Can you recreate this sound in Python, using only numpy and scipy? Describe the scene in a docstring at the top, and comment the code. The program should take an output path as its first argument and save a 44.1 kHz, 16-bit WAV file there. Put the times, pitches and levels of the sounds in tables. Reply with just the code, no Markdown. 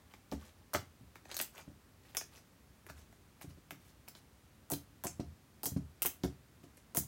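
"""A lump of sticky slime is slapped down, poked, pulled and kneaded on a table in a small, quiet bedroom.
Trapped air pockets burst: pulses and short noise filtered into snaps, then swelling tones that fall as plops.
Peeling skin, escaping air and splatter crackle as random band-limited ticks.
Landings and pokes thump as decaying low resonances; reflections and a diffuse tail answer each sound.
Beneath them lies a steady room tone of shaped noise."""
import sys
import numpy as np
from scipy import signal
from scipy.fft import rfft, irfft
from scipy.io import wavfile

SR = 44100
rng = np.random.default_rng(int(sys.argv[2]) if len(sys.argv) > 2 else 0)


def bounce(signal):
    """Save signal as a 16-bit WAV file at the path given by the first command-line argument."""
    frames = np.transpose(np.atleast_2d(signal))
    limited = np.clip(frames, -1, 1)
    pcm = np.round(limited * 32767).astype(np.int16)
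    wavfile.write(sys.argv[1], SR, pcm)


N = 311787

AGE = np.arange(SR // 2) / SR   # seconds since an event began
CLICK = 1. * (AGE == 0)   # a single pulse of pressure
EVENT_S = .01   # an event's level is its energy spread over this time
CUTOFF_HZ = 16000   # top of the recorded band


def from_db(db):
    """Convert decibels to an amplitude ratio."""
    return 10 ** (np.asarray(db) / 20)


def unit(x):
    """Normalise a signal to unit energy."""
    return x / np.sqrt(np.sum(x ** 2) + 1e-20)


def at_level(x, db, seconds=EVENT_S):
    """Energy equivalence: give a sound the energy of that level held for so many seconds."""
    return unit(x) * np.sqrt(seconds * SR) * from_db(db)


def butter(x, hz, kind, order=2):
    """Causal filtering with a maximally flat passband."""
    corner = np.clip(hz, 10, .47 * SR)
    sos = signal.butter(order, corner, kind, fs=SR, output="sos")
    return signal.sosfilt(sos, x + 1e-18)


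def add(track, s, sound):
    """Superposition: mix a sound into the track from time s on."""
    start = max(round(s * SR), 0)
    track[start:start + len(sound)] += sound[:max(len(track) - start, 0)]


def burst(decay_s):
    """Exponential decay of noise that starts at once."""
    return rng.standard_normal(len(AGE)) * np.exp(-AGE / decay_s)


# spectral density of the room tone; only its shape counts: (f/Hz, relative level/dB per Hz)
ROOM_TONE_SPECTRUM = [(15, -68), (25, -32), (41, -10), (66, 1.5), (200, -7.5), (229, -6), (335, -12),
                      (677, -18.5), (1330, -20), (1440, -21), (1700, -21.5), (1890, -22), (3080, -26),
                      (14400, -32), (16000, -31)]
ROOM_TONE_DB = -63


def room_tone():
    """Stationary noise with a shaped spectral density: steady low rumble and faint hiss."""
    hz, db = np.transpose(ROOM_TONE_SPECTRUM)
    bins = np.maximum(np.arange(N // 2 + 1) * SR / N, 1)
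    shape = from_db(np.interp(np.log(bins), np.log(hz), db))
    noise = irfft(rfft(rng.standard_normal(N)) * shape, N)
    return at_level(butter(noise, 22, "high"), ROOM_TONE_DB, N / SR)


# early reflections from the wall and the ceiling: (delay t/s, level/dB)
REFLECTIONS = [(.0030, -12), (.0088, -15), (.0102, -11)]
# diffuse reverberation of the room: (f/Hz, relative level/dB, t60/s)
REVERBERATION = [(100, 1, 0.33), (238, -7.5, 0.23), (570, -13, 0.27), (1500, -4.5, 0.21),
                 (3240, -5.5, 0.26), (7000, 3.5, 0.19), (11100, -10, 0.24), (17000, 3.5, 0.13)]


def room_response(build_s=0.0008):
    """Impulse response: close reflections, then a diffuse tail with frequency-dependent decay."""
    response = np.zeros(len(AGE))
    edges = np.geomspace(70, 17000, 15)
    hz, level_db, t60 = np.transpose(REVERBERATION)
    for low, high in zip(edges, edges[1:]):
        log_centre = np.log(low * high) / 2
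        db = np.interp(log_centre, np.log(hz), level_db)
        decay = np.interp(log_centre, np.log(hz), t60)
        band = butter(burst(decay / np.log(1000)), [low, high], "band")
        band *= 1 - np.exp(-AGE / build_s)
        response += unit(band) * np.sqrt(2 * (high - low) / SR) * from_db(db)
    for delay_s, db in REFLECTIONS:
        # small, cluttered surfaces smear the reflection and return little bass
        smear = butter(unit(burst(decay_s=0.00039)), 230, "high", order=1)
        add(response, delay_s, from_db(db) * smear)
    return response


def bedroom(x):
    """Convolution of the sound with the room, whose fine pattern is drawn afresh every half second."""
    out = x.copy()
    for start in range(0, N, len(AGE)):
        block = x[start:start + len(AGE)]
        add(out, start / SR, signal.fftconvolve(block, room_response()))
    return out


# a finger digs in and bursts two large pockets, then meets the table (levels relative):
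# (first burst t/s, gap to the second t/s, plop level/dB, plop decay t/s, first crack level/dB,
#  second crack level/dB, cavity ring f/Hz, thump level/dB, contact cut-off f/Hz)
POKES_IN = [(0.7342, .0103, -40, 0.0041, -48.5, -73, 1820, -42.5, 885),
            (4.7011, .0168, -44.5, 0.00858, -43, -43, 8500, -40, 507),
            (5.038, 0.012, -44, 0.0057, -44.5, -59, 7000, -42, 500),
            (5.633, 0.024, -46, 0.0059, -42.5, -36.5, 4030, -46.5, 500),
            (6.0206, .0385, -50, 0.00365, -33, -33.5, 2180, -50.5, 400),
            (6.9486, 0.022, -43.5, 0.00654, -41.5, -32.5, 7040, -40.5, 191)]
POKE_RING_DB = -7.5   # the cavity's ring against the crack


def poke_pockets():
    """Paired cavities of every poke: (s, crack dB, ring Hz, ring dB, plop dB, plop decay s)."""
    rows = []
    for s, gap_s, plop_db, decay_s, first_db, second_db, hz, _, _ in POKES_IN:
        for at, crack_db in ((s, first_db), (s + gap_s, second_db)):
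            rows.append((at, crack_db, hz, crack_db + POKE_RING_DB, plop_db, decay_s))
    return rows


# single bursts of air pockets, some of them during pokes (levels relative):
# (t/s, crack level/dB, cavity ring f/Hz, ring level/dB)
SINGLE_BURSTS = [(0.1381, -80, 2130, -58.5), (0.3157, -62, 4520, -53), (0.7384, -41.5, 5500, -43),
                 (.748, -59, 1350, -34), (1.1568, -90, 1650, -56.5), (1.2543, -81, 2000, -59),
                 (1.3151, -68, 3450, -46.5), (1.344, -51, 6370, -47), (1.3672, -40, 4800, -43),
                 (1.3907, -46, 7000, -41), (1.3953, -54, 2400, -59), (1.4005, -57, 2000, -38.5),
                 (1.4137, -35.5, 1700, -53), (1.424, -49, 6540, -45.5), (1.58, -60.5, 2850, -55),
                 (2.1492, -52.5, 2000, -49), (2.1696, -38.5, 7050, -35), (2.2117, -68, 1750, -50),
                 (2.8655, -62, 2000, -58), (2.8988, -64, 1710, -53), (3.127, -75, 2000, -68.5),
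                 (3.413, -59, 2000, -57), (3.708, -53, 2000, -48), (4.079, -70, 2120, -59),
                 (4.0844, -51.5, 4380, -57), (4.1512, -73, 3640, -58), (4.719, -62, 7600, -41.5),
                 (4.7365, -65, 3400, -46), (5.069, -66, 6900, -40.5), (6.05, -45, 920, -41.5),
                 (6.0655, -37.5, 2370, -47), (6.2358, -57, 3940, -47)]
# the plop of a single burst grows more slowly than its ring, and is stronger the lower its note
POCKET_HZ, POCKET_RING_DB, POCKET_PLOP_DB = 2000, -46.5, -53
PLOP_FOLLOWS, PLOP_DB_PER_OCTAVE, POCKET_PLOP_S = 0.6, -4.5, 0.00222


def single_bursts():
    """Scaling of the plop with the cavity's ring: (s, crack dB, ring Hz, ring dB, plop dB, plop decay s)."""
    rows = []
    for s, crack_db, hz, ring_db in SINGLE_BURSTS:
        plop_db = POCKET_PLOP_DB + PLOP_FOLLOWS * (ring_db - POCKET_RING_DB)
        plop_db += PLOP_DB_PER_OCTAVE * np.log2(hz / POCKET_HZ)
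        rows.append((s, crack_db, hz, ring_db, plop_db, POCKET_PLOP_S))
    return rows


# lump or hand landing on the table: (t/s, relative level/dB, contact cut-off f/Hz)
LANDINGS = [(.3215, -43, 885), (.339, -41, 230), (.757, -45.5, 128), (1.01, -55, 164), (1.677, -50, 249),
            (1.701, -55, 240), (2.903, -52.5, 126), (3.085, -68, 198), (3.443, -51, 342),
            (3.475, -52.5, 83.6), (3.575, -61, 516), (3.722, -54.5, 402), (5.196, -36.5, 363),
            (5.718, -40.5, 138), (5.763, -33.5, 223), (6.2375, -32.5, 480), (6.2535, -39.5, 313),
            (6.638, -56.5, 414)]
PRESS_S = 0.004   # from the second pocket to the table


def blows():
    """Impacts on the table, landings and the ends of pokes: (s, dB, contact cut-off Hz)."""
    pokes = [(s + gap_s + PRESS_S, db, contact_hz) for s, gap_s, *_, db, contact_hz in POKES_IN]
    return [*LANDINGS, *pokes]


# low resonances of table and room: (f/Hz, relative level/dB, t60/s)
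LOW_RESONANCES = [(78.5, -0.5, 0.14), (115.6, -4, 0.086), (140.4, -6, 0.16), (175.4, 2.5, 0.067),
                  (211.3, -0.5, 0.088), (274.7, 4, 0.099), (360, -4, 0.07), (533, 4, 0.026),
                  (703, 8, 0.068), (1112, -8, 0.02)]


def thumps(scatter_db=3.0, settle_s=0.02, settle_db=-6):
    """Resonance excited by a soft blow and the settling lump; a softer contact passes less treble."""
    out = np.zeros(N)
    hz, resonance_db, t60 = np.transpose(LOW_RESONANCES)
    resonances = np.cos(2 * np.pi * hz[:, None] * AGE) * np.exp(-np.log(1000) * AGE / t60[:, None])
    for s, db, contact_hz in blows():
        strengths = from_db(resonance_db + scatter_db * rng.standard_normal(len(hz)))
        force = CLICK + from_db(settle_db) * unit(burst(settle_s))
        ringing = signal.fftconvolve(force, strengths @ resonances)[:len(AGE)]
        blow = butter(ringing, contact_hz, "low", order=3)
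        # the microphone picks up little deep bass
        picked_up = butter(blow, 71, "high", order=3)
        add(out, s, at_level(picked_up, db + 3.5))
    return out


SQUEEZE_REF_HZ, SQUEEZE_DB, SQUEEZE_DB_PER_OCTAVE = 500, -8, 7.5   # contact cut-off, level against the blow


def squeezes():
    """Air displacement by each blow, stronger the more abrupt the contact: (s, dB)."""
    rows = []
    for s, db, hz in blows():
        abruptness = np.log2(hz / SQUEEZE_REF_HZ)   # octaves
        rows.append((s, db + SQUEEZE_DB + SQUEEZE_DB_PER_OCTAVE * abruptness))
    return rows


# slime peeling off skin and table: (t/s, length t/s, relative level/dB, brightening/dB per octave)
PEELINGS = [(.096, 0.034, -71, -1.5), (0.385, 0.12, -67.5, -2), (.74, 0.025, -42, -4),
            (1.282, 0.059, -59, -2), (1.329, 0.058, -64, -2), (1.532, 0.09, -61, -1.8),
            (2.026, 0.12, -71.5, -0.7), (2.169, 0.0097, -45.5, 3), (2.313, 0.089, -66, -0.5),
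            (2.886, 0.02, -59, -3), (2.955, 0.075, -69.5, -1), (3.409, .026, -58.5, -1),
            (3.491, 0.022, -68.5, 1.5), (3.796, 0.12, -74.5, 1.5), (4.152, 0.043, -70.5, 1.5),
            (6.631, 0.016, -68.5, 2.5), (6.77, 0.0096, -62, -0.5)]
# air fizzes out after the crack of a poked pocket, for longer from one with a longer plop
FIZZ_DELAY_S, FIZZ_DECAYS, FIZZ_DB, FIZZ_TILT_DB = .0025, 2.64, -3, 12
# torn threads crackle around a burst; level against the plop
THREADS_SHIFT_S, THREADS_S, THREADS_DB, THREADS_TILT_DB = -.005, 0.0153, -10, 0.5
SPLAT_S, SPLAT_DB, SPLAT_TILT_DB = .016, -12, -1   # level against the squeezed air


def crackles():
    """Granular events of peeling, fizz, threads and splatter: (s, length s, dB, dB per octave)."""
    fizz = [(s + FIZZ_DELAY_S, FIZZ_DECAYS * decay_s, crack_db + FIZZ_DB, FIZZ_TILT_DB)
            for s, crack_db, *_, decay_s in poke_pockets()]
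    threads = [(s + THREADS_SHIFT_S, THREADS_S, plop_db + THREADS_DB, THREADS_TILT_DB)
               for s, *_, plop_db, _ in single_bursts()]
    splatter = [(s, SPLAT_S, db + SPLAT_DB, SPLAT_TILT_DB) for s, db in squeezes()]
    return [*PEELINGS, *fizz, *threads, *splatter]


def peels(threads_per_s=2400, spread_db=4.5, knee_hz=1100):
    """Random impulse process: fine ticks, each with a size and a pitch of its own, merge into a crackle."""
    out = np.zeros(N)
    pitches = np.geomspace(450, 14000, 11)
    for s, length_s, db, tilt_db in crackles():
        released = rng.random(len(AGE)) < threads_per_s / SR
        sizes = from_db(spread_db * np.minimum(rng.exponential(1, len(AGE)), 3))
        pick = rng.integers(0, len(pitches), len(AGE))
        signs = rng.choice([-1, 1], len(AGE))
        pull = np.sqrt(np.abs(np.sin(np.pi * np.minimum(AGE / length_s, 1))))
        ticks = released * pull * sizes * signs
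        crackle = 0
        for k, hz in enumerate(pitches):
            # energy per octave follows the tilt above the knee and fades gently below it
            above = max(hz / knee_hz, 1)
            gain = from_db(tilt_db * np.log2(above)) / np.sqrt(above)
            crackle = crackle + gain * butter(ticks * (pick == k), [hz / 1.25, hz * 1.25], "band")
        add(out, s, at_level(crackle, db + 2.0, length_s))
    return out


# a plop of the reference decay starts at PLOP_HZ; slower ones start lower
PLOP_HZ, PLOP_REF_S, PLOP_PITCH_POWER = 2000, 0.00446, -0.12
SQUEEZE_HZ, SQUEEZE_S = 1243, 0.0054   # the low plop of air pressed out by a blow


def openings():
    """Cavities opened by every pocket and every blow: (s, dB, starting pitch Hz, decay s)."""
    rows = []
    for s, *_, db, decay_s in poke_pockets() + single_bursts():
        start_hz = PLOP_HZ * (decay_s / PLOP_REF_S) ** PLOP_PITCH_POWER
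        rows.append((s, db, start_hz, decay_s))
    return rows + [(s, db, SQUEEZE_HZ, SQUEEZE_S) for s, db in squeezes()]


# resonances that every plop stirs: (f/Hz, width f/Hz, level/dB)
PLOP_RESONANCES = [(321, 113, 16), (645, 160, 8.5)]


def plops(open_hz=170, wet_db=-8, ragged_hz=450, squelch_hz=900):
    """Cavity resonance falling as the soft cavity widens; its ragged opening modulates the note."""
    out = np.zeros(N)
    ragged, fall = .55, .4   # modulation depth; pitch-fall time against decay
    for s, db, hz, decay_s in openings():
        # plops that die faster also fall faster
        pitch = open_hz + (hz - open_hz) / (1 + AGE / (fall * decay_s))
        swell = np.sqrt(AGE) * np.exp(-AGE / decay_s)
        flutter = butter(rng.standard_normal((2, len(AGE))), ragged_hz, "low")
        flutter *= ragged / flutter.std()
        loudness, phase_shift = flutter
        phase = 2 * np.pi * np.cumsum(pitch) / SR + phase_shift
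        note = unit(swell * (1 + loudness) * np.sin(phase))
        squelch = unit(butter(burst(decay_s), [squelch_hz / 3, squelch_hz * 3], "band"))
        add(out, s, at_level(note + from_db(wet_db) * squelch, db - 7.0))
    coloured = out.copy()
    for hz, width, db in PLOP_RESONANCES:
        coloured += from_db(db) * signal.lfilter(*signal.iirpeak(hz, hz / width, fs=SR), out)
    return coloured


def snaps(crack_hz=10500, ring_s=0.0017, broad_db=-3):
    """Impulsive rupture: the film tears with a sharp pulse, its rim flutters, the small cavity rings."""
    out = np.zeros(N)
    flutter_s, flutter, ringing = .0022, .8, 1.2   # rim decay; noise amounts against the pulse
    # dispersion: the soft film spreads the pulse over a fraction of a millisecond, treble first
    poles = np.poly([.7, .7, .7])
    pulse = signal.lfilter(poles[::-1], poles, CLICK)
    for s, crack_db, hz, cavity_db, _, _ in poke_pockets() + single_bursts():
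        tear = pulse + flutter * unit(burst(flutter_s))
        crack = butter(butter(tear, crack_hz, "high"), CUTOFF_HZ, "low")
        excitation = pulse + ringing * unit(burst(ring_s))
        ring = unit(butter(excitation, [hz / 1.35, hz * 1.35], "band"))
        # the tear itself reaches well below the cavity's note
        rim = pulse + unit(burst(flutter_s / 2))
        broad = unit(butter(rim, [hz / 6, hz * 1.1], "band", order=1))
        cavity = ring + from_db(broad_db) * broad
        add(out, s, at_level(crack, crack_db - .5) + at_level(cavity, cavity_db - .5))
    return out


def scene():
    """Superposition of slime and table in the room with the room tone, heard by one microphone."""
    slime_and_table = snaps() + plops() + peels() + thumps()
    return (bedroom(slime_and_table) + room_tone())[None]


def record(dry):
    """Band limitation: a steep elliptic low-pass cuts the top."""
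    sos = signal.ellip(10, .1, 70, CUTOFF_HZ, fs=SR, output="sos")
    return signal.sosfilt(sos, dry)


dry = scene()
out = record(dry)
bounce(out)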